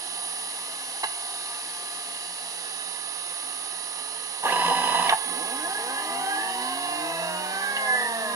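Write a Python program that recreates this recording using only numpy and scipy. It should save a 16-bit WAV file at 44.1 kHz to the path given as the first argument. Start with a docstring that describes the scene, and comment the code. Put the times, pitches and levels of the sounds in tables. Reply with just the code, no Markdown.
"""Stepper motors of a small homemade laser engraver, close by, over its fan and the drivers' whistle.
The frame knocks once; the carriage makes a short, rattling rapid move, then starts to trace a circle:
one motor slows as the other speeds up. On the circle each motor sounds multiples of its step rate,
which swell as they sweep through the frame's resonances. Fan, coil and chopper sound from the start."""
import sys
import numpy as np
from scipy import signal
from scipy.fft import rfft, irfft, next_fast_len
from scipy.io import wavfile
from scipy.ndimage import uniform_filter1d, map_coordinates

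SR = 44100
rng = np.random.default_rng(int(sys.argv[2]) if len(sys.argv) > 2 else 0)


def dump(signal):
    """Clip the signal to [-1, 1] and save it as 16-bit WAV at the path in sys.argv[1]."""
    limited = np.clip(np.atleast_2d(signal).T, -1, 1)
    pcm = np.round(limited * 32767).astype(np.int16)
    wavfile.write(sys.argv[1], SR, pcm)


N = 368235
TIME_S = np.arange(N) / SR

# fan rush, slow drift: t/s, relative level/dB
FAN_LEVEL = [(0, -43.5), (2.5, -44), (3.0, -44.8), (4.4, -44.5), (5.4, -43.5), (7.4, -44.5)]
# fan rush spectrum: f/Hz, relative density/dB
FAN_AIR = [(30, -28), (115, -34), (350, -6.5), (600, -7.5), (800, -0.5), (1200, -8.5), (1380, -9.5),
           (2050, -4), (2380, -10.5), (2850, 1.5), (3450, -5.5), (3950, 1), (6800, -9.5), (8500, -11),
           (12000, -19), (15500, -58)]
# fan hum and the frame singing along: f/Hz, relative level/dB
FAN_HUM = [(88, -83.5), (172, -74), (179, -69), (263, -68), (711, -60.5), (1194, -56), (1243, -55.5),
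           (1696, -56.5), (3731, -57)]
# coil of the resting motor: t/s, relative level/dB
COIL_LEVEL = [(0, -58), (0.3, -51), (1.5, -53.5), (2.7, -59.0), (3.2, -53.5), (4.4, -55.5)]
# chopper whistle in standing waves: t/s, relative left level/dB, relative right level/dB
WHISTLE_LEVEL = [(0, -43, -36), (0.25, -37.5, -33.5), (0.8, -40.0, -40.5), (1.1, -38.5, -35),
                 (1.7, -39.5, -38.5), (2.4, -41, -38.5), (2.9, -47, -34), (3.4, -41, -34.5),
                 (4.4, -44.5, -35), (5.3, -41, -30.5), (6.1, -42, -37), (6.9, -42, -36), (7.08, -44.5, -39),
                 (7.6, -42, -41), (8.05, -40.5, -37), (8.35, -39.5, -42.5)]
# thumps of the frame, from knocks and from motors sweeping through a resonance:
# t/s, level/dB, spread/octaves, t60/s
FRAME_THUMPS = [(1.032, -17, 1.6, 0.073), (4.435, -21, 1.2, 0.046), (4.453, -9, 0.54, 0.021),
                (4.557, -14, .8, 0.022), (4.709, -14, 0.52, .03), (4.945, -12, 0.43, 0.024),
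                (5.124, -9, 0.88, 0.057)]
# short high ticks, from metal parts and from a braking motor crossing a resonance:
# t/s, level/dB, pitch/Hz
HIGH_TICKS = [(1.038, -3, 3990), (5.093, 4, 3580), (7.765, -8.5, 2960)]
# rapid move, both motors: f at full speed/Hz, relative level/dB
RAPID_WHINE = [(948, -34), (988.3, -26.5), (1976.5, -42), (2530, -47.5), (2987, -37.5), (3953, -39),
               (5060, -43.5)]
# tones shaking the frame while speed changes: f at full speed/Hz, level/dB
SPEED_CHANGE_TONES = [(2530, -23), (3953, -28)]
# force spectrum of the chattering slides: f/Hz, relative density/dB
SLIDE_CHATTER = [(150, 11), (330, 2.5), (700, 0.5), (1100, 2), (1700, -2), (2300, -3.5), (3000, 6.5),
                 (4200, 4.5), (7000, 8.5), (14000, -4)]
# driver hiss spectrum: f/Hz, relative density/dB
DRIVER_HISS = [(9000, -40), (10700, -10), (11200, 5), (13300, -0.5), (14600, -1), (15600, -8.5)]
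# x motor force: multiple of step rate, relative level/dB
X_MOTOR_ORDERS = [(2, -42.5), (4, -37.5), (5, -51), (6, -42.5), (8, -43.5), (10, -45), (12, -41.5),
                  (14, -46), (16, -33), (18, -53), (32, -49)]
# y motor force: multiple of step rate, relative level/dB
Y_MOTOR_ORDERS = [(1, -36.5), (2, -42), (3, -44), (4, -43.5), (5, -48.5), (6, -47), (7, -46.5), (8, -33),
                  (9, -50.5), (10, -48.5), (11, -58), (12, -44.5), (15, -44), (16, -33), (24, -34.5),
                  (32, -34.5), (40, -34.5)]
# x axis on the circle: top step rate/Hz, turning speed/(rad/s), start/s
X_CIRCLE = (210.57, .3355, 5.168)
# y axis on the circle: top step rate/Hz, turning speed/(rad/s), start/s
Y_CIRCLE = (268.4, .3392, 5.182)
# rub of a slide, spectrum: f/Hz, relative density/dB
RUB_HISS = [(2500, -28), (4200, 13), (6500, -26), (10000, -22)]
# resonances of frame and bed:
# f/Hz, width/Hz, level from x motor/dB, level from y motor/dB, level from slides/dB
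FRAME_MODES = [(174.9, 11.8, 11, -7, -13), (262.2, 20.5, -26, 1.5, -10), (312.2, 13.3, -8.5, 1.5, -17),
               (380, 35, -7.5, -6, -9), (481, 44.6, -6.5, -1.5, -2.5), (662.5, 38.6, 5.5, -14, -7),
               (686, 28.7, -18.5, 3.5, 2), (768.6, 32.6, 4, 5.5, 4.5), (860, 72, -11, -4, 1),
               (939.5, 26, 8.5, -16, 4.5), (1035, 67, 6, -0.5, 1), (1178, 67, -2.5, -17, -1),
               (1613, 84, -3.5, 1.5, -5), (1702, 45, -0.5, 9, 4.5), (1988, 157, -4, -12, -3),
               (2823, 250, -7.5, -7, -6.5), (3870, 420, -6.5, -14.5, -15), (5200, 1900, -25, -32, -28.5)]
# room decay: f/Hz, t60/s
ROOM_DECAY = [(200, 0.045), (2000, 0.24), (10000, 0.018)]
# stereo balance: f/Hz, left minus right/dB
SIDE_BALANCE = [(100, -1), (300, -3), (700, -2), (1500, -3), (4400, -6), (8000, -6), (15000, -20)]

COIL_HZ = 11171
WHISTLE_HZ, CUTTING_RISE_HZ, RAPID_SAG_HZ = 9866, 4.6, 12
THUMP_HZ = 878
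TICK_SPREAD_OCT, TICK_T60_S = 0.85, 0.032
RAPID_START_S, RAPID_STOP_S, RUN_UP_S, BRAKE_S = 4.424, 5.156, .097, .083
MOTOR_ON_S = .025
SLACK_DB, TAKE_UP_S = -2.5, 0.57  # x motor starts unloaded until its screw takes up the slack
RUB_S, RUB_ATTACK_S, RUB_RELEASE_S, RUB_DB = 6.55, 0.07, 0.67, -41
WALLS_DB, WHINE_WALLS_DB = -11, -15
TOP_HZ = 15750


def amp(db):
    """Decibels to gain."""
    return 10 ** (np.asarray(db) / 20)


def unit(x):
    """x at rms 1."""
    return x / np.sqrt(np.mean(x ** 2) + 1e-20)


def along(points, hz):
    """(Hz, value) points read on a log axis."""
    f, v = np.transpose(points)
    return np.interp(np.log(hz + 1), np.log(f + 1), v)


def curves(rows):
    """One value per sample for each column after the time."""
    s, *cols = np.transpose(rows)
    return [np.interp(TIME_S, s, c) for c in cols]


def wobble(rate_hz):
    """Smooth random curve, rate_hz knots a second."""
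    return map_coordinates(rng.standard_normal(4096), [TIME_S * rate_hz], mode="wrap")


def turning(hz):
    """Phase (rad) of a moving frequency."""
    return 2 * np.pi * np.cumsum(hz) / SR


def filtered(x, response):
    """x times a complex response of frequency."""
    size = next_fast_len(N + SR // 2, real=True)
    hz = np.fft.rfftfreq(size, 1 / SR)
    return irfft(rfft(x, size) * response(hz), size)[..., :N]


def noise(spectrum):
    """Coloured noise of rms 1."""
    return unit(filtered(rng.standard_normal(N), lambda hz: amp(along(spectrum, hz))))


def fan():
    """Fan shakes the frame, hums and blows, partly from all sides: (force, direct, diffuse)."""
    air_db, = curves(FAN_LEVEL)
    shaking = amp(-32) * rng.standard_normal(N)
    hum = 0
    for hz, db in FAN_HUM:
        level = amp(db + 5.5 + 1.9 * wobble(5.8))
        hum = hum + level * np.sin(turning(hz + 1.04 * wobble(12)))
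    direct = hum + amp(air_db + 4.5) * noise(FAN_AIR)
    side_db = np.array([[-4], [.5]])
    diffuse = amp(air_db + side_db) * np.array([noise(FAN_AIR), noise(FAN_AIR)])
    return shaking, direct, diffuse


def coil():
    """One coil sings for as long as its motor stands still."""
    level_db, = curves(COIL_LEVEL)
    resting = np.clip((RAPID_START_S - TIME_S) / MOTOR_ON_S + 1, 0, 1)
    return resting * amp(level_db + 5.5) * np.sin(2 * np.pi * COIL_HZ * TIME_S)


def whistle(lead_rad=0.61, waver_db=.3, flutter_db=0.5):
    """Current chopper: higher once cutting, sagging with rapid speed; level wavers on each side."""
    hz = WHISTLE_HZ + CUTTING_RISE_HZ * (TIME_S > RAPID_STOP_S) - RAPID_SAG_HZ * rapid_speed()
    ripple_rad = 0.057 * np.sin(2 * np.pi * 100 * TIME_S)  # supply ripple bends the pitch
    phase = turning(hz) + ripple_rad
    sides = [amp(db + 5 + waver_db * wobble(25) + flutter_db * wobble(250))
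             for db in curves(WHISTLE_LEVEL)]
    return np.array(sides) * np.sin([phase, phase + lead_rad])


def shudders(rows, rise_s=0.0015, rattle=0.55):
    """Brief decaying forces (s, dB, Hz, octaves, t60 s): a tone plus a noisy clatter around it."""
    force = np.zeros(N + SR)
    t = np.arange(SR // 5) / SR
    hz = np.fft.rfftfreq(len(t), 1 / SR)
    for s, db, pitch_hz, spread_oct, t60_s in rows:
        octaves = np.log2((hz + 1) / pitch_hz)
        colour = 1 / np.sqrt(1 + (octaves / spread_oct) ** 6)
        random_phase = np.exp(2j * np.pi * rng.random(len(hz)))
        clatter = unit(irfft(colour * random_phase, len(t)))
        shudder = np.sin(2 * np.pi * pitch_hz * t) + rattle * (1 + spread_oct) * clatter
        envelope = amp(db - 60 * t / t60_s) * (1 - np.exp(-t / rise_s))
        force[round(s * SR):][:len(t)] += envelope * shudder
    return force[:N]


def thumps_and_ticks():
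    """Frame thumps all share one pitch; ticks are higher and share one decay."""
    thumps = [(s, db, THUMP_HZ, spread, t60) for s, db, spread, t60 in FRAME_THUMPS]
    ticks = [(s, db, hz, TICK_SPREAD_OCT, TICK_T60_S) for s, db, hz in HIGH_TICKS]
    return shudders(thumps + ticks)


def rapid_speed():
    """Share of full speed in the rapid move: even run-up, cruise, braking."""
    run_up = (TIME_S - RAPID_START_S) / RUN_UP_S
    braking = (RAPID_STOP_S - TIME_S) / BRAKE_S
    return np.clip(np.minimum(run_up, braking), 0, 1)


def ramping():
    """Smoothed gate: 1 between a quarter of and full speed in the rapid move, else 0."""
    speed = rapid_speed()
    return uniform_filter1d(1.0 * ((speed > .25) & (speed < 1)), size=512)


def rapid_move(strain_db=1):
    """Racing motors sweep rough tones; loose screws and slides chatter: (frame force, direct whine)."""
    speed = rapid_speed()
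    change = ramping()
    phase = turning(speed * (1 + 0.00089 * wobble(70)))  # 1 Hz at full speed
    throb = np.sin(turning(58.0 * speed))  # carriage shakes in step with its speed
    whine = sum(amp(db + 1.8 * wobble(40)) * np.sin(hz * phase) for hz, db in RAPID_WHINE)
    whine = whine * speed ** 2 * amp(0.57 * throb)
    rough = unit(amp(2.3 * wobble(220) + 1.9 * throb) * noise(SLIDE_CHATTER))
    chatter = amp(-11 + strain_db * change) * np.sqrt(speed) * rough
    surge = 0
    for hz, db in SPEED_CHANGE_TONES:
        surge = surge + amp(db + 2.3 * wobble(300)) * np.sin(hz * phase + 0.59 * wobble(400))
    return chatter + change * surge, whine


def sizzle(left_db=-59, right_db=-48.0, ramp_db=4):
    """Drivers hiss once the motors step, most while they change speed."""
    moving = np.clip((TIME_S - RAPID_START_S) / MOTOR_ON_S, 0, 1)
    sides = [amp(db + ramp_db * ramping()) * noise(DRIVER_HISS) for db in (left_db, right_db)]
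    return moving * np.array(sides)


def stepper(step_hz, orders, ripple_hz, flutter_db):
    """Force of one motor: multiples of a slightly uneven step rate."""
    phase = turning(step_hz + ripple_hz * wobble(45))
    force = sum(amp(db) * np.sin(k * phase + rng.uniform(0, 2 * np.pi)) for k, db in orders)
    return force * amp(flutter_db * wobble(60))


def circle(load_db=1.06):
    """Axis speeds follow cosine and sine of the angle, load wanders: forces (x motor, y motor, slides)."""
    x_top_hz, x_rad_per_s, x_start_s = X_CIRCLE
    y_top_hz, y_rad_per_s, y_start_s = Y_CIRCLE
    x_elapsed_s = TIME_S - x_start_s
    running = np.clip(x_elapsed_s / 0.015, 0, 1)
    x_speed = np.cos(x_rad_per_s * np.maximum(x_elapsed_s, 0))
    y_speed = np.sin(y_rad_per_s * np.maximum(TIME_S - y_start_s, 0))
    slack_db = SLACK_DB * np.clip(1 - x_elapsed_s / TAKE_UP_S, 0, 1)
    x_level = amp(4.0 + slack_db + load_db * wobble(2.8)) * running
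    y_level = amp(4.5 + load_db * wobble(2.95)) * np.sqrt(y_speed)
    x_motor = x_level * stepper(x_top_hz * x_speed, X_MOTOR_ORDERS, ripple_hz=0.33, flutter_db=0.0)
    y_motor = y_level * stepper(y_top_hz * y_speed, Y_MOTOR_ORDERS, ripple_hz=0.586, flutter_db=0.35)
    slides = amp(-26.0) * running * rng.standard_normal(N) * amp(1.0 * wobble(40))
    return x_motor, y_motor, slides


def rubbing():
    """Soft hiss of a slide rubbing on the circle: swells quickly, fades."""
    knots_s = [0, RUB_ATTACK_S, RUB_ATTACK_S + RUB_RELEASE_S]
    swell = np.interp(TIME_S - RUB_S, knots_s, [0, 1, 0])
    return amp(RUB_DB) * swell * noise(RUB_HISS)


def frame(force, mount):
    """Causal ringing; the mount (0 x motor, 1 y motor, 2 slides) sets coupling to each resonance."""
    hz = np.fft.rfftfreq(16384, 1 / SR)
    power = sum(amp(db[mount]) ** 2 / (1 + ((hz - centre) / width) ** 2) ** 2
                for centre, width, *db in FRAME_MODES)
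    power = power / (1 + (147 / (hz + 1)) ** 18)  # little below 147 Hz
    # minimum phase: fold the cepstrum onto positive time
    cepstrum = irfft(np.log(power + 1e-10) / 2)
    half = len(cepstrum) // 2
    cepstrum = cepstrum * np.r_[1, np.full(half - 1, 2), np.zeros(half)]
    ringing = irfft(np.exp(rfft(cepstrum)))[:half]
    return signal.fftconvolve(force, ringing)[:N]


def room(x):
    """Short diffuse tail for each side, crossfading to a new random tail three times a second."""
    hop = SR // 3
    out = np.zeros((2, N + 2 * SR))
    padded = np.pad(x, (hop, 2 * hop))
    for start in range(0, N + hop, hop):
        hz, t, z = signal.stft(rng.standard_normal((2, hop)), SR, nperseg=256)
        decay = amp(-60 * t / along(ROOM_DECAY, hz)[:, None])
        tail = signal.istft(z * decay, SR, nperseg=256)[1]
        piece = padded[start:][:2 * hop] * signal.windows.cosine(2 * hop)
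        wet = signal.fftconvolve(piece[None], tail / np.linalg.norm(tail[0]), axes=1)
        out[:, start:start + wet.shape[1]] += wet
    return out[:, hop:hop + N]


def placed(x, lag_samples, walls_db):
    """Machine stands to the right: left side later and softer; walls add a tail."""
    side = np.array([[.5], [-.5]])
    direct = filtered(x, lambda f: np.exp(-2j * np.pi * f * side * lag_samples / SR))
    both = direct + amp(walls_db) * room(x)
    return filtered(both, lambda f: amp(side * along(SIDE_BALANCE, f) - 1))


def scene():
    """Forces meet in the frame; whine, hum and air radiate directly, racing motors nearer the middle."""
    shaking, blowing, diffuse = fan()
    chatter, whine = rapid_move()
    x_motor, y_motor, slides = circle()
    forces = x_motor, y_motor, slides + thumps_and_ticks() + shaking
    body = sum(frame(force, mount) for mount, force in enumerate(forces))
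    machine = placed(body + blowing + rubbing() + coil(), lag_samples=7.2, walls_db=WALLS_DB)
    rattling = placed(frame(chatter, mount=2), lag_samples=5.1, walls_db=WALLS_DB)
    whining = placed(amp(2.0) * whine, lag_samples=2.35, walls_db=WHINE_WALLS_DB)
    return machine + rattling + whining + diffuse + sizzle() + whistle()


def record(dry):
    """Band limit: nothing from TOP_HZ up."""
    return filtered(dry, lambda hz: hz < TOP_HZ)


dry = scene()
out = record(dry)
dump(out)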